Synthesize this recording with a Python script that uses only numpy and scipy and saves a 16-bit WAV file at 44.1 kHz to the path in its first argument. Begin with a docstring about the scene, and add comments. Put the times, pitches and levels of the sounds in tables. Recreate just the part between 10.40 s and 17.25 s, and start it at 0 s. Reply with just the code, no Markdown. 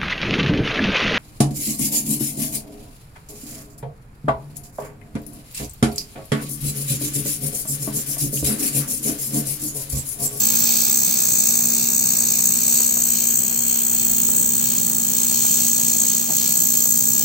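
"""Handheld laser welding in a workshop

A laser welder runs a seam along a steel plate, close to a microphone with a left and a right port.
The beam's swing gates noise into about sixty sizzling bursts a second, speeding up and slowing down.
Coloured noise makes the gas rush, nozzle hiss and draught; decaying noise and knocks make the spatter.
Behind them a cooling unit adds fan noise and wavering sine tones; one soft bump lands on the bench."""
import sys
import numpy as np
from scipy import signal
from scipy.fft import rfft, irfft
from scipy.io import wavfile
from scipy.ndimage import uniform_filter1d, map_coordinates

SR = 44100
rng = np.random.default_rng(int(sys.argv[2]) if len(sys.argv) > 2 else 0)


def pcm_store(signal):
    """Save signal as 16-bit PCM."""
    levels = np.round(np.clip(np.atleast_2d(signal), -1, 1) * 32767)
    wavfile.write(sys.argv[1], SR, levels.astype(np.int16).T)


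N = 301950


def undb(db):
    """Decibels to gain."""
    return 10 ** (np.asarray(db) / 20)


def unit(x):
    """Scale to rms 1."""
    return x / np.sqrt(np.mean(x ** 2))


def bell(offset, width):
    """A smooth bump, 1 at its centre and 1/e at half the width to either side."""
    return np.exp(-(2 * offset / width) ** 2)


def curves(table):
    """Each value column of a table of (time_s, ..) rows, interpolated sample by sample."""
    time_s, *columns = np.transpose(table)
    t = np.arange(N) / SR
    return [np.interp(t, time_s, column) for column in columns]


def colour(x, table):
    """Filter by (freq_hz, level_db) points; with two level columns each channel has its own."""
    freq_hz, *columns = np.transpose(table)
    log_table = np.log(freq_hz)
    log_f = np.log(np.arange(N // 2 + 1) * SR / N + 1)
    # beyond the end points the response falls steeply
    outside = np.abs(log_f - np.clip(log_f, log_table[0], log_table[-1]))
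    response_db = np.array([np.interp(log_f, log_table, column) for column in columns]) - 150 * outside
    return irfft(rfft(x) * undb(response_db), N)


def walk(rate_hz):
    """Random levels held for 1 / rate_hz and smoothed twice, with rms near 1."""
    hold = max(int(SR / rate_hz), 2)
    steps = np.repeat(rng.standard_normal(N // hold + 1), hold)
    smooth = uniform_filter1d(uniform_filter1d(steps, hold), hold)
    return unit(smooth[:N])


def delay(x, seconds):
    """Read a sound a moving time later."""
    return map_coordinates(x, [np.arange(N) - seconds * SR], order=5)


def ports(x, lag_s):
    """The sound reaches the left port first, the right one a moving time later."""
    return np.array([x[0], delay(x[1], lag_s)])


def pan(left_minus_right_db):
    """Left and right gains for a level difference, half to each side."""
    return undb(np.array([[.5], [-.5]]) * left_minus_right_db)


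def stereo_noise(likeness):
    """Left and right noises that share a part (0-1) of their power."""
    share = np.clip(likeness, 0, 1)
    common = rng.standard_normal(N)
    separate = rng.standard_normal((2, N))
    return np.sqrt(share) * common + np.sqrt(1 - share) * separate


def reflections(t60_s):
    """Dense short echoes off bench and fixtures, different at each port, falling 60 dB in t60_s."""
    t = np.arange(SR // 4) / SR
    tail = rng.standard_normal((2, len(t))) * undb(-60 * t / t60_s)
    return tail / np.sqrt(np.sum(tail ** 2, axis=1, keepdims=True))


def workshop(x, scatter_db, t60_s):
    """Direct sound with the sound scattered around the workshop behind it."""
    scattered = signal.oaconvolve(x, reflections(t60_s), axes=1)[:, :N]
    return x + undb(scatter_db) * scattered


# fan colour: freq_hz, level_db [Hz, relative dB]
FAN_SPECTRUM = [(20, -27), (48, -28), (63, -13), (78, -23), (105, -8), (135, 0), (155, -4), (173, -2),
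                (195, 0.5), (255, -6.5), (290, -8.5), (380, -18), (520, -18), (1200, -23.5)]
# pump and motor tones before level changes and pan: pitch_hz, level_db [Hz, rms dB]
HUM_TONES = [(63, -58), (172.7, -47.5), (234.6, -36.5), (399.5, -55)]
# slow level changes of hum and fan noise: time_s, hum_change_db, fan_change_db [s, dB, dB]
HUM_AND_FAN_LEVEL = [(0, 0.5, 0.5), (.25, 1, 1), (.55, -3.5, 2), (1.05, -2.5, -.5), (1.3, 3, -1.5),
                     (1.7, -2.5, -1), (2.2, -1, 0), (2.9, -1.7, -1), (3.4, -0.1, -1.5), (4.3, 0.3, 1.5),
                     (4.8, 1, .8), (5.6, -0.5, -0.5), (6.85, -0.8, 1.5)]


def cooler(fan_db=-39.0, waver_db=0.7, drift=0.0018, pan_db=1.1):
    """Fan rumble from coloured noise, with the slightly wavering sine tones of pump and motor."""
    hum_change_db, fan_change_db = curves(HUM_AND_FAN_LEVEL)
    fan = unit(colour(stereo_noise(likeness=0.82), FAN_SPECTRUM)) * undb(fan_db + 1.3 * walk(3.7))
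    # all tones share one clock, whose speed drifts by a small fraction
    clock_s = np.cumsum(1 + drift * walk(4.01)) / SR
    hum = np.zeros(N)
    for pitch_hz, level_db in HUM_TONES:
        amplitude = np.sqrt(2) * undb(level_db + waver_db * walk(7.6))
        hum = hum + amplitude * np.sin(2 * np.pi * pitch_hz * clock_s)
    return (fan * undb(fan_change_db) + hum * undb(hum_change_db)) * pan(pan_db)


def draught(level_db=-58, gust_db=2, pan_db=10):
    """Moving air rumbles faintly on the ports, mostly the left."""
    rumble = colour(stereo_noise(likeness=0.068), [(20, -12), (45, -2), (65, 13), (110, 1), (250, -33)])
    return unit(rumble) * undb(level_db + gust_db * walk(4.76)) * pan(pan_db)


def bump(centre_s=5.91, length_s=0.066, level_db=-30.5):
    """One soft low bump on the bench: a short swell of low noise."""
    thud = unit(colour(stereo_noise(likeness=0.93), [(140, -1), (220, 5), (400, -15), (850, -7)]))
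    return thud * undb(level_db) * bell(np.arange(N) / SR - centre_s, length_s)


# spatter landing on the bench: start_s, level_db [s, relative dB]
SPATTER_LANDINGS = [(2.279, -35), (2.402, -27.5), (2.57, -29), (3.889, -30.5), (5.05, -27), (5.385, -35),
                    (5.401, -34), (5.637, -34), (5.898, -32), (5.919, -35), (6.456, -32), (6.698, -38)]
# colour of knock and splash: freq_hz, level_db [Hz, dB]
SPATTER_SPECTRUM = [(150, -4), (300, 6), (800, 10), (1300, 1), (2200, -10), (3500, -16), (9000, -28)]


def spatter(tick_db=5.0, knock_db=16, decay_s=0.0071, pan_db=3):
    """Drops of melt land with a dull knock (an impulse) and a brief splash (decaying noise)."""
    t = np.arange(SR // 20) / SR
    knocks, splashes = np.zeros(N), np.zeros(N)
    for start_s, level_db in SPATTER_LANDINGS:
        start = int(start_s * SR)
        knocks[start] += undb(level_db + knock_db)
        splashes[start:start + len(t)] += undb(level_db + tick_db) * np.exp(-t / decay_s)
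    landings = knocks + splashes * stereo_noise(likeness=0.31)
    return colour(landings, SPATTER_SPECTRUM) * pan(pan_db)


# the torch along the seam: time_s, sizzle_db, top_hiss_db [s, dB, dB]
TORCH_COURSE = [(0, -19, -17), (1.5, -20, -19.5), (2.95, -21, -21), (3.1, -23.5, -23), (4.0, -22, -22.5),
                (4.6, -22.5, -22), (5.1, -19.5, -20), (5.9, -20, -22.5), (6.35, -19, -20.5),
                (6.85, -20, -20.5)]


def torch():
    """The torch's slow course: sizzle level and top hiss level, in dB."""
    return curves(TORCH_COURSE)


# the pool boils up or falters: centre_s, length_s, sizzle_change_db, depth_lost [s, s, dB, 0-1]
POOL_UPSETS = [(0.0, 0.09, 0.5, 0.54), (0.312, 0.29, 1, 0.3), (0.725, 0.13, -1, 0.2),
               (1.037, 0.36, 2.5, 0.15), (2.346, 0.16, 4, 0.14), (2.915, 0.085, 1.5, 0.37),
               (4.012, 0.11, 2, 0), (5.113, 0.33, 2, .4), (5.86, 0.066, -3, 0.6)]


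def upsets():
    """Each upset of the pool swells and fades as a bell: change of level in dB, and burst depth lost."""
    t = np.arange(N) / SR
    change_db, lost = np.zeros(N), np.zeros(N)
    for centre_s, length_s, upset_db, depth_lost in POOL_UPSETS:
        swell = bell(t - centre_s, length_s)
        change_db += upset_db * swell
        lost += depth_lost * swell
    return change_db, lost


def settling(settle_s=0.84):
    """The extra gas at the start of the seam, from 1 down to 0."""
    return np.exp(-(np.arange(N) / SR / settle_s) ** 2)


# colour of the gas rush: freq_hz, level_db [Hz, relative dB]
GAS_SPECTRUM = [(150, -46), (330, 2), (480, -2), (700, -1), (1100, -7.5), (1600, -4.5), (2100, -9.5),
                (3000, -24), (6000, -11.5)]


def gas(rush_db=-42, start_db=3, follows=0.25, flutter_db=1.5, pan_db=3.5):
    """Turbulent shielding gas spreads over the plate, strong at first, following the pool's upsets."""
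    change_db, _ = upsets()
    # follows: dB per dB of the sizzle's change
    level_db = rush_db + start_db * settling() + follows * change_db
    flow = undb(flutter_db * walk(330)) * stereo_noise(likeness=0.13)
    return unit(colour(flow, GAS_SPECTRUM)) * undb(level_db) * pan(pan_db)


# the beam's swing speeds up and slows down in a steady cycle, fastest at FASTEST_S
SWING_HZ, SWAY_HZ, SWAY_OVERTONE_HZ = 62.236, 3.6, .57
SWAY_PERIOD_S, FASTEST_S = .895, .59
# the bursts shift within the swing: start_s, length_s, shift_turns [s, s, turns]
BURST_SLIPS = [(3.0, .04, .33), (5.85, .35, -.4)]


def swing_angle():
    """Phase of the beam's swing, its rate swaying regularly; a burst at each whole turn."""
    t = np.arange(N) / SR
    sway = 2 * np.pi * (t - FASTEST_S) / SWAY_PERIOD_S
    rate_hz = SWING_HZ + SWAY_HZ * np.cos(sway) + SWAY_OVERTONE_HZ * np.cos(2 * sway)
    slipped = np.zeros(N)
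    for start_s, length_s, shift_turns in BURST_SLIPS:
        slipped += shift_turns * np.clip((t - start_s) / length_s, 0, 1)
    return 2 * np.pi * (.7 + np.cumsum(rate_hz) / SR + slipped)


# colour of the nozzle jet: freq_hz, left_db, right_db [Hz, relative dB, relative dB]
JET_SPECTRUM = [(2115, -13, -13), (2356, -6, -4.5), (2610, -10.5, -11), (3100, -5, -3.5),
                (3350, -7.5, -7.5), (3610, -4, -5.5), (3860, -4.5, -7.5), (4230, -1.5, -6.5),
                (4610, -4, -5.5), (4850, -3.5, -7.5), (5770, 0, -1.5)]


def jet(angle, level_db=-34.5, start_db=3.5, follows=0.57, throb_db=2.5, waver_db=1.54):
    """The nozzle's own hiss, throbbing gently with the swing and rising and falling with the sizzle."""
    sizzle_db = torch()[0] + upsets()[0]
    # follows: dB per dB of the sizzle's change
    following_db = follows * (sizzle_db - np.mean(sizzle_db))
    jet_db = level_db + start_db * settling() + following_db + waver_db * walk(11)
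    flow = undb(throb_db * np.cos(angle)) * stereo_noise(likeness=0.6)
    return unit(colour(workshop(flow, scatter_db=-3, t60_s=0.087), JET_SPECTRUM)) * undb(jet_db)


# how fully the sizzle dies between bursts while the pool is calm (0-1)
BURST_DEPTH = 0.88
# how much later the plate's echo arrives as the torch moves on: time_s, lag_s [s, s]
PLATE_ECHO_LAG = [(0, .000755), (2.4, .000775), (3.9, .0008), (5.2, .000823), (6.85, .000828)]


def boiling(angle, sharpness=0.77, grain_db=1.2, flicker_db=0.7, plate_echo=0.027):
    """Vapour leaves the melt in tiny uneven spurts, strongest once in each swing."""
    depth = BURST_DEPTH - upsets()[1]
    lag_s, = curves(PLATE_ECHO_LAG)
    gate = (1 + np.clip(depth, 0, .97) * np.cos(angle)) ** sharpness
    spurts = undb(grain_db * walk(1800) + flicker_db * walk(300))
    pool = rng.standard_normal(N)
    # the plate's echo combs the sound; the teeth slide as the torch moves
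    pool = pool + plate_echo * delay(pool, lag_s)
    # the wide plume above the pool sounds different at each port
    plume = undb(-9) * rng.standard_normal((2, N))
    return gate * spurts * (pool + plume)


# colour of the sizzle: freq_hz, left_db, right_db [Hz, relative dB, relative dB]
SIZZLE_SPECTRUM = [(5570, -24, -20.5), (5670, -8, -3.5), (5890, -12.5, -24), (6270, -3, -3.5),
                   (6480, 1, -4.5), (7200, 0.5, -9.5), (7100, 3, 1), (7530, 1, 0), (7710, -3.5, -6.5),
                   (7870, -6.5, 0), (8040, 0, -1.5), (8040, 2, -14), (8426, 2, -10.5), (8720, -19, -15),
                   (8980, -31.5, -20)]
# colour of the top hiss: freq_hz, left_db, right_db [Hz, relative dB, relative dB]
HISS_SPECTRUM = [(8500, -26, -29), (9540, -36, -37.5), (10400, -21.5, -11.5), (10700, -21, -16),
                 (10700, -51, -31), (11650, -56, -21), (11517, -5.5, -5.5), (11970, -4, 3.5),
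                 (12150, 7, -2.5), (13000, -14.5, -16), (12900, 3.5, -20), (13600, -4.5, -1),
                 (14200, -13, 1), (14380, -1.5, 5), (14500, -3, 3), (15000, -11.5, -3), (15600, 4, 7),
                 (16330, -5, -7)]
# how much later the right port hears the torch: time_s, sizzle_lag_s, top_hiss_lag_s [s, s, s]
RIGHT_PORT_LAG = [(0, .0005, .000771), (1, .000483, .000776), (2.9, .000479, .000788),
                  (4.2, .000486, .000804), (5.2, .00049, .000824), (6.85, .000493, .00083)]


def weld(angle, lip_db=-7, waver_db=0.34, hiss_follows=0.55, shade_pan=0.45):
    """The sizzle of the boiling melt and the thin hiss above it, each port with its own colour and lag."""
    level_db, top_db = torch()
    change_db = upsets()[0] + waver_db * walk(12)
    body_lag_s, top_lag_s = curves(RIGHT_PORT_LAG)
    melt = unit(workshop(boiling(angle), scatter_db=-9.5, t60_s=0.06))
    # a torch turned away is quieter, most at the right port (dB left minus right per dB lost)
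    shade = pan(shade_pan * (np.mean(level_db) - level_db))
    body = unit(colour(ports(melt, body_lag_s), SIZZLE_SPECTRUM)) * shade
    # the nozzle's lip keeps hissing between the bursts
    lip = unit(workshop(stereo_noise(likeness=1.0), scatter_db=-3, t60_s=0.018))
    top = unit(colour(ports(melt + undb(lip_db) * lip, top_lag_s), HISS_SPECTRUM))
    sizzle = undb(level_db + change_db) * body
    hiss = undb(top_db + hiss_follows * change_db) * top
    return sizzle + hiss


# bands of the hiss that grow louder or softer and glide, differently in left and right:
# centre_s, length_s, pitch_hz, glide_hz_per_s, width_hz, left_db, right_db [s, s, Hz, Hz/s, Hz, dB, dB]
BAND_SWELLS = [ (0.2, 1.7, 6950, -150, 770, -3, -5), (0.3, 0.65, 3100, 0, 756, -5.5, -4.5),
               (0.8, 5.7, 4550, 0, 350, 3, 4.5), (0.9, 7.5, 6160, -70, 514, 4.5, 5.5),
               (0.9, 1.9, 12500, 0, 1540, -8.5, -8.5), (1.2, 4.6, 16050, -90, 770, -8, -30),
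               (1.5, 2, 3170, 112, 565, -18.5, -12), (3.0, 2.7, 13760, -140, 1230, 7, 5.5),
               (3.0, 3.1, 7810, -60, 540, 8.5, 2.5), (3.2, 1.14, 3730, 390, 450, -8, -7),
               (3.4, 2.1, 14800, 60, 810, 7.5, -5.5), (3.6, 1.64, 5130, 0, 1760, -3.5, -9.5),
               (3.8, 1.4, 15650, 0, 1150, 8, 13), (4.402, 3.3, 9600, -30, 1220, 21.5, 9),
               (4.4, 1, 3490, -110, 950, -0.5, 3.5), (4.5, 5.3, 4300, 0, 355, 8, 3.5),
               (4.6, 9.3, 12100, -100, 730, -7, -3), (5.2, 2.3, 13100, -30, 480, -2, 17),
               (5.2, 0.9, 14600, 0, 870, 6, -4), (6.0, 2.2, 6610, 50, 750, 1.5, 5.5),
               (6.3, 0.93, 13200, -30, 810, 7.5, 10.5), (6.5, 1.4, 14400, -20, 990, 5, 0),
               (6.594, 1.15, 2970, 0, 1600, -3.5, -5.5)]


def moving_bands(x):
    """Bands of the hiss grow louder or softer and glide, by a gain over time and frequency per channel."""
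    hz, t, spectrum = signal.stft(x, SR, nperseg=1024)
    gain_db = 0
    for centre_s, length_s, pitch_hz, glide_hz_per_s, width_hz, *channel_db in BAND_SWELLS:
        offset_hz = hz[:, None] - pitch_hz - glide_hz_per_s * (t - centre_s)
        shape = bell(t - centre_s, length_s) * bell(offset_hz, width_hz)
        gain_db = gain_db + np.multiply.outer(channel_db, shape)
    return signal.istft(spectrum * undb(gain_db), SR)[1][:, :N]


def scene():
    """The weld with its gas and spatter, over the cooling unit, the draught and the bump."""
    angle = swing_angle()
    at_the_torch = moving_bands(weld(angle) + jet(angle) + gas())
    return at_the_torch + spatter() + cooler() + draught() + bump()


def record(dry, top_hz=15800):
    """Limit peaks to 0.9, then cut the treble steeply above top_hz."""
    limited = np.clip(dry, -.9, .9)
    steep_cut = signal.ellip(10, .1, 50, top_hz, fs=SR, output="sos")
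    return signal.sosfiltfilt(steep_cut, limited)


dry = scene()
out = record(dry)
pcm_store(out)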